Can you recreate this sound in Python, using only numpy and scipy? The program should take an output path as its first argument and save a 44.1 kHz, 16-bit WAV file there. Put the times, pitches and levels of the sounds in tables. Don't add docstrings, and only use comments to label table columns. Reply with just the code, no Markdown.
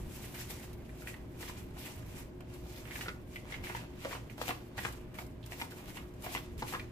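import sys
import numpy as np
from scipy import signal
from scipy.fft import rfft, irfft, next_fast_len
from scipy.io import wavfile
from scipy.ndimage import map_coordinates

SR = 44100
rng = np.random.default_rng(int(sys.argv[2]) if len(sys.argv) > 2 else 0)


def magnitude_from_level(level_db):
    exponent = np.asarray(level_db, float) / 20
    return 10 ** exponent


def store_pcm(level_fs):
    pcm = np.round(np.clip(level_fs, -1, 1) * 32767).astype(np.int16)
    wavfile.write(sys.argv[1], SR, np.atleast_2d(pcm).T)


N = 305039

# mode_hz [Hz], width_hz [Hz], level_db [dB]
TUB_MODES = [(491, 32, -10), (800, 400, 3), (894, 64, -13), (1110, 120, -9), (1390, 240, -7),
             (1780, 450, 8.5), (2050, 130, 4), (2310, 175, 4.5), (2750, 450, 4.5), (3360, 540, -2),
             (4100, 150, -13)]
WALL_SPLIT_HZ = 1500


def rms_one(x):
    return x / np.sqrt(np.mean(x ** 2) + 1e-20)


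def in_time(rows):
    s, values = np.transpose(rows)
    return np.interp(np.arange(N) / SR, s, values)


def bins_hz():
    return np.maximum(np.arange(N // 2 + 1) * SR / N, 1)


def at_hz(points, hz):
    point_hz, values = np.array(points).T
    return np.interp(np.log(hz), np.log(np.maximum(point_hz, 1)), values)


def drift(rate_hz):
    r = np.exp(-2 * np.pi * rate_hz * 40 / SR)
    noise = rng.standard_normal(N // 40 + 2002)
    slow = rms_one(signal.lfilter([1], [1, -2 * r, r * r], noise)[2000:])
    return np.interp(np.arange(N) / 40, np.arange(len(slow)), slow)


def resonance(x, hz, width_hz):
    r = np.exp(-np.pi * width_hz / SR)
    poles = [1, -2 * r * np.cos(2 * np.pi * hz / SR), r * r]
    return signal.lfilter(np.array([1, 0, -1]) * (1 - r * r) / 2, poles, x)


def grains(length, per_s, spread_db):
    born = rng.random(length) < per_s / SR
    sizes = magnitude_from_level(spread_db * np.minimum(rng.exponential(1, length), 5))
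    return rms_one(born * sizes * rng.choice([-1, 1], length)) + 1e-18


def colour(x, spectrum):
    return irfft(rfft(x) * magnitude_from_level(at_hz(spectrum, bins_hz())), N)


def surges():
    # peak_s [s], hiss_db [dB], build_s [s
    # per 20 dB, sudden if 0 or less], lumps_db [dB against hiss]
    strokes = [(-0.005, -59, 0.012, -5.5), (0.161, -56, 0.23, -1), (0.252, -53, 0.16, -3.5),
               (0.348, -52, -0.08, 3.5), (0.411, -48, 0.147, -2.5), (0.509, -47.5, 0.05, -4),
               (0.643, -57.5, 0.2, -1.5), (0.902, -74, 2, 5), (1.022, -60, 0.18, -4), (1.084, -51, 0.06, 1),
               (1.411, -48.5, 0.026, -2), (1.491, -50.5, 0.15, -1.5), (1.576, -55, 0.03, 1),
               (1.788, -51.5, 0.033, -0.5), (1.863, -51, 0.11, 2), (1.981, -60.5, 0.37, 0.5),
               (2.121, -65, 0.2, 2), (2.193, -55.5, 0.196, 1), (2.545, -59, 0.096, -3.5),
               (2.774, -54.5, 0.18, -3), (2.912, -65, 0.2, 5), (2.962, -50, 0.12, 0.0), (3.024, -54, 0.12, 3),
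               (3.074, -58, 0.5, 3), (3.36, -58.0, 0.13, -8),
               (3.535, -55, 0.1, 8.5), (3.645, -51, 0.02, 5.5), (3.691, -54.5, 0.08, 7.5),
              (3.77, -53, 0.1, 7.5), (4.04, -56.5, 0.09, 7), (4.125, -49, 0.16, 1), (4.302, -58, 0, -6),
              (4.381, -59, -0.03, -3), (4.417, -47.5, 0.03, -3), (4.481, -44.5, 0.07, -2),
              (4.782, -49.5, 0.02, 7), (4.852, -48, 0.08, 3.5), (5.144, -57, -0.16, 5),
              (5.19, -55, 0.04, 1), (5.469, -59.5, 0.05, 0.5), (5.523, -54, 0.04, 1),
              (5.608, -50, 0.085, -1.5), (5.708, -54, -0.02, -4), (5.799, -59.5, 0.16, 1.5),
              (5.897, -57, 0.11, 2.5), (5.965, -53, 0.05, 3), (6.245, -48, 0.02, 2),
              (6.343, -46.5, 0.13, 0), (6.597, -50.5, 0.02, -0.5), (6.689, -51, 0.06, 1),
              (6.732, -49, 0.14, 0)]
    settle_s, trickle_s = 0.082, 0.27
    trickle_db, rest_db = -12.5, -80
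    t = np.arange(0, N + 64, 64) / SR
    peak_s, hiss_db, build_s, lumps_db = np.transpose(strokes)[:, :, None]
    before, after = np.maximum(peak_s - t, 0), np.maximum(t - peak_s, 0)
    dying = magnitude_from_level(-40 * after / settle_s) + magnitude_from_level(2 * trickle_db - 40 * after / trickle_s)
    power = magnitude_from_level(2 * hiss_db - 40 * before / np.maximum(build_s, 0.006)) * dying
    levels = []
    for share in (power, power * magnitude_from_level(2 * lumps_db)):
        level_db = 10 * np.log10(share.sum(axis=0) + magnitude_from_level(2 * rest_db))
        levels.append(np.interp(np.arange(N) / SR, t, level_db))
    return levels


def fine_hiss(level_db):
    # hz [Hz], level_db [dB per Hz]
    scratch = [(1200, -11), (2400, 5.5), (3300, 1.5), (4600, 0), (7600, 0), (9400, -4), (12400, -1),
               (14600, -0.5), (15800, 5)]
    # start_s [s], tilt_db [dB per band]
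    facing = [
        (0, 1.5),
        (1.5, 0.64),
        (3.2, 0.5),
        (4.2, -0.65),
        (5.5, 1),
        (6.92, -0.4),
    ]
    shared, left, right = (grains(N, 9000, spread_db=1.5) for k in range(3))
    sides = colour(np.array([left, right]) * 36.0 + shared, scratch)
    tilt_db = in_time(facing)
    edges = np.geomspace(1000, 17000, 8)
    patchy = np.zeros((2, N))
    for k, pair in enumerate(zip(edges, edges[1:])):
        band = signal.sosfilt(signal.butter(2, pair, "band", fs=SR, output="sos"), sides)
        patchy += band * magnitude_from_level(1.7 * drift(14) + tilt_db * (k - 4)) * (-1) ** k
    return rms_one(patchy) * magnitude_from_level(level_db + 1.2 * drift(33))


def heap_rumble(broad_db, narrow_db):
    walls = np.zeros((2, 2, N))
    for hz, width_hz, mode_db in TUB_MODES:
        shared, left, right = (grains(N, 600, spread_db=3.0) for k in range(3))
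        knocks = shared + hz / 1400 * np.array([left, right])
        knocks = knocks * magnitude_from_level(mode_db + 2.6 * drift(18))
        walls[int(hz > WALL_SPLIT_HZ)] += resonance(knocks, hz, width_hz) / np.sqrt(width_hz)
    return rms_one(walls[0]) * magnitude_from_level(broad_db) + rms_one(walls[1]) * magnitude_from_level(narrow_db)


def struck_walls(shower, note_hz):
    walls = np.zeros((2, 2, len(shower)))
    high = int(note_hz > WALL_SPLIT_HZ)
    note = resonance(shower, note_hz, 0.089 * note_hz) * magnitude_from_level(13.5) / np.sqrt(0.2 * note_hz)
    walls[high] += note * np.array([[1], [-1]]) ** high
    for mode_hz, width_hz, mode_db in TUB_MODES:
        high = int(mode_hz > WALL_SPLIT_HZ)
        side = rng.choice([-1, 1], (2, 1)) ** high
        gain = magnitude_from_level(mode_db + rng.normal(0, 3.5, (2, 1))) * side
        walls[high] += resonance(shower, mode_hz, width_hz) * gain / np.sqrt(width_hz)
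    return rms_one(walls[0]), rms_one(walls[1])


def slams():
    # [dB
    wall_blows = [(0.24, -43.5, 485, -3), (0.341, -41, 2320, -6.5), (0.506, -33.5, 1740, -1),
                  (0.631, -43, 533, -5), (0.892, -43.5, 616, 4), (1.02, -38.5, 1440, -10),
                  (1.072, -30, 2460, 6), (1.14, -39.5, 654, 2), (1.427, -30.5, 2060, -5),
                  (1.479, -40, 2090, 3), (1.494, -32.5, 940, -8), (1.765, -43, 810, -24),
                  (1.869, -42, 2300, -1), (2.405, -41.5, 630, -8), (2.853, -37, 1360, -6),
                  (2.876, -41, 2000, 0), (2.908, -35.5, 2050, 8), (2.955, -27.5, 1730, -2),
                  (3.009, -27.5, 2050, 22.5), (3.059, -32, 1360, -14), (3.082, -23, 1340, -11.5),
                  (3.358, -31, 2050, 8), (3.522, -28.5, 1950, -2), (3.54, -30.5, 2040, 10),
                  (3.638, -32, 2200, 9), (3.668, -33, 2230, 8), (3.697, -28, 2230, -8.5),
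                  (3.748, -23, 924, -11),
                  (4.048, -23.5, 533, -23), (4.11, -31.5, 467, -11), (4.127, -27.5, 1030, -10.5),
                  (4.15, -31.5, 1000, -12), (4.297, -39, 2300, 5), (4.379, -33.5, 635, -23),
                  (4.414, -21.5, 484, -9), (4.48, -21.5, 760, -9.5), (4.491, -23, 740, -14),
                  (4.504, -22.5, 1110, -9), (4.779, -26, 2000, -4), (4.849, -21, 1110, -7.5),
                  (4.879, -40, 1600, -2), (5.186, -27, 2050, -7), (5.52, -30, 656, -4.5),
                  (5.598, -32, 2020, -1), (5.614, -22.5, 940, -9), (5.719, -39, 1480, -23),
                  (5.882, -41, 615, -26), (5.969, -34, 2250, -6), (6.238, -36.5, 616, -19),
                  (6.263, -28, 680, -13), (6.349, -21.5, 1030, -7.5), (6.37, -28, 2310, 15),
                  (6.622, -24, 800, -29), (6.683, -39, 2300, -1), (6.724, -31, 796, -11),
                  (6.736, -25.5, 1040, -10.5), (6.748, -24, 1120, -6), (6.795, -30, 2310, 2)]
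    shower_t60_s = 0.065
    thud_db, thud_grows = -8.5, 0.26
    out, t = np.zeros((2, N)), np.arange(5000) / SR
    soften = signal.butter(2, 5000, fs=SR, output="sos")
    for start_s, peak_db, note_hz, narrow_db in wall_blows:
        at = round((start_s + 0.001004) * SR)
        shower = 0.22 * grains(len(t), 1800, spread_db=3.5) * magnitude_from_level(-60 * (t / shower_t60_s) ** 1.127)
        shower[0] += 1.9
        shower = signal.sosfilt(soften, shower)
        broad, narrow = struck_walls(shower, note_hz)
        thud = rms_one(resonance(shower, 246, 290)) * magnitude_from_level(thud_db + thud_grows * (peak_db + 33.5))
        rung = broad + magnitude_from_level(1.46 * narrow_db + 12) * narrow + thud
        out[:, at:at + len(t)] += (rung / np.abs(rung).max() * magnitude_from_level(peak_db))[:, :N - at]
    return out


def ticks():
    # start_s [s], peak_db [dB], t60_s [s]
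    sprays = [(0.3441, -44, 0.03), (0.505, -39, 0.033), (0.7307, -41, 0.058), (0.9971, -64, 0.03),
              (1.073, -54, 0.027), (1.3932, -60, 0.03), (1.92, -38, 0.028), (2.4062, -44, 0.03),
              (2.539, -41, 0.022), (2.956, -46, 0.03), (3.0094, -47.5, 0.027), (3.3583, -46, 0.03),
              (3.6391, -40, 0.03), (4.2981, -49, 0.036), (4.3774, -49, 0.03), (4.4159, -32, 0.025),
              (4.777, -40, 0.033), (4.9243, -36.5, 0.052), (5.2653, -45.5, 0.066), (5.4612, -36, 0.039),
              (5.7033, -46, 0.037), (5.8571, -42, 0.03), (6.1379, -52, 0.064), (6.222, -37, 0.042),
              (6.5787, -39, 0.054), (6.6827, -36, 0.03)]
    out, t = np.zeros((2, N)), np.arange(6000) / SR
    for start_s, peak_db, t60_s in sprays:
        at = round(start_s * SR)
        fading = magnitude_from_level(peak_db - 10.0 - 60 * t / max(t60_s, 0.005))
        out[:, at:at + len(t)] += fading * rng.standard_normal((2, len(t)))
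    return signal.sosfilt(signal.butter(2, 1800, "highpass", fs=SR, output="sos"), out)


def placed(x):
    # start_s [s], lead [samples]
    left_lead = [
        (0, 0),
        (.7, 2.5),
        (1.2, 6.0),
        (3.2, 8.0),
        (4.8, 8.0),
        (5.2, 4.5),
        (6.2, 9.0),
        (6.92, 7.0),
    ]
    heard_at = np.arange(N) - in_time(left_lead)
    return np.array([x[0], map_coordinates(x[1], [heard_at], order=3, mode="nearest")])


def squeak():
    # start_s [s], peak_db [dB], pitch_hz [Hz], t60_s [s]
    rubs = [
        (5.428, -30, 3340, 0.024),
        (5.437, -29, 3240, 0.029),
    ]
    out, t = np.zeros(N), np.arange(3000) / SR
    for start_s, peak_db, pitch_hz, t60_s in rubs:
        at = round(start_s * SR)
        noise = rng.standard_normal(len(t))
        rub = rms_one(resonance(resonance(noise, pitch_hz, 1200), pitch_hz, 1200))
        rub = rub * np.minimum(t / 0.0027, 1)
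        out[at:at + len(t)] += rub * magnitude_from_level(peak_db - 17.0 - 60 * t / t60_s)
    return out * magnitude_from_level([[-8], [3]])


def kitchen(x):
    t60_s, wall_cut_hz = 0.25, 10000
    size = next_fast_len(N + SR)
    w = 2 * np.pi * np.arange(size // 2 + 1) / size
    dull = np.abs(1 / (1 + 1j * w * SR / (2 * np.pi * wall_cut_hz))) ** 0.5
    answer = np.zeros((2, len(w)), complex)
    lags = (rng.uniform(0.004, 0.046, 16) * SR).astype(int)
    for k, lag in enumerate(lags):
        loop = magnitude_from_level(-60 * lag / SR / t60_s) * dull * np.exp(-1j * w * lag)
        answer[k % 2] += loop / (1 - loop) * (-1) ** (k // 2)
    return irfft(rfft(x, size) * answer, size)[:, :N]


def room_air():
    # hz [Hz], level_db [dB per Hz]
    air_spectrum = [(12, -14), (20, -4), (93, 0), (363, -6), (429, -11.5), (633, -16), (708, -21),
                    (1020, -23), (1340, -32), (1590, -27), (3190, -36), (13200, -81), (15600, -54)]
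    # hz [Hz], likeness [0 to 1]
    likeness = [(30, 0.94), (130, 0.98), (290, 0.7), (640, 0.34), (1400, 0), (15000, 0.4)]
    # centre_s [s], swell_db [dB]
    swells = [
        (0.52, 7.5),
        (2.1, 3),
        (2.6, 2),
        (3.62, 13),
        (4.3, 6),
        (4.801, 8.5),
        (5.9, 2),
        (6.55, 5),
        (6.8, 5),
    ]
    air_db, swell_s = -46.5, 0.052
    hz, t = bins_hz(), np.arange(N) / SR
    alike = np.clip(at_hz(likeness, hz), 0, 1)
    mid, side = rfft(rng.standard_normal((2, N)))
    pair = np.sqrt(1 + alike) * mid + np.sqrt(1 - alike) * side * [[1], [-1]]
    air = magnitude_from_level(air_db - 2.5) * rms_one(irfft(pair * magnitude_from_level(at_hz(air_spectrum, hz)), N))
    swell_db = 3 * drift(2.45)
    for centre_s, peak_db in swells:
        swell_db += peak_db * np.exp(-((t - centre_s) / swell_s) ** 2)
    low = signal.sosfilt(signal.butter(1, 110, fs=SR, output="sos"), air)
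    return air + low * (magnitude_from_level(swell_db - 1.0) - 1)


def refrigerator():
    # hz [Hz], width_hz [Hz], level_db [dB]
    hum_bands = [(58.6, 16.4, -55), (116.7, 14.4, -56), (266, 47, -62.5), (355.1, 9.4, -65),
                 (622.8, 18, -69)]
    tone_hz, tone_db = 359.7, -58
    hum = magnitude_from_level(tone_db + 1.2 * drift(2.0)) * np.sin(2 * np.pi * tone_hz * np.arange(N) / SR)
    for hz, width_hz, level_db in hum_bands:
        noise = rng.standard_normal(N + SR)
        band = resonance(resonance(noise, hz, width_hz), hz, width_hz)[SR:]
        hum += magnitude_from_level(level_db) * rms_one(band)
    return hum


def scene():
    hiss_db, lumps_db = surges()
    broad_db = -60 + 0.5 * (lumps_db + 59)
    narrow_db = -62 + 0.9 * (lumps_db + 60)
    pan_db = -0.6 + 0.07 * (hiss_db + 61.5)
    tub = fine_hiss(hiss_db + 3.5) + heap_rumble(broad_db, narrow_db) + slams() + ticks()
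    near = placed(tub) * magnitude_from_level(np.array([pan_db, -pan_db])) + squeak()
    return near + magnitude_from_level(-13.5) * kitchen(near.mean(axis=0)) + room_air() + refrigerator()


def top_cut(x):
    return signal.sosfilt(signal.butter(12, 15740, fs=SR, output="sos"), x)


def record(dry):
    # hz [Hz], tilt_db [dB]
    mic_tilt = [(60, -4), (110, -5.5), (200, 2.5), (380, 3), (700, 2.5), (1290, 3), (2380, -2),
                (4400, -2.5), (8120, 4.5), (15000, -4.5)]
    hz = bins_hz()
    tilt_db = at_hz(mic_tilt, hz) * hz / (hz + 150)
    tilted = irfft(rfft(dry) * magnitude_from_level(tilt_db * np.array([[0.3], [-0.3]])), N)
    mix = signal.sosfilt(signal.cheby2(14, 55, 15720, fs=SR, output="sos"), tilted)
    return top_cut(mix)


dry = scene()
out = record(dry)
store_pcm(out)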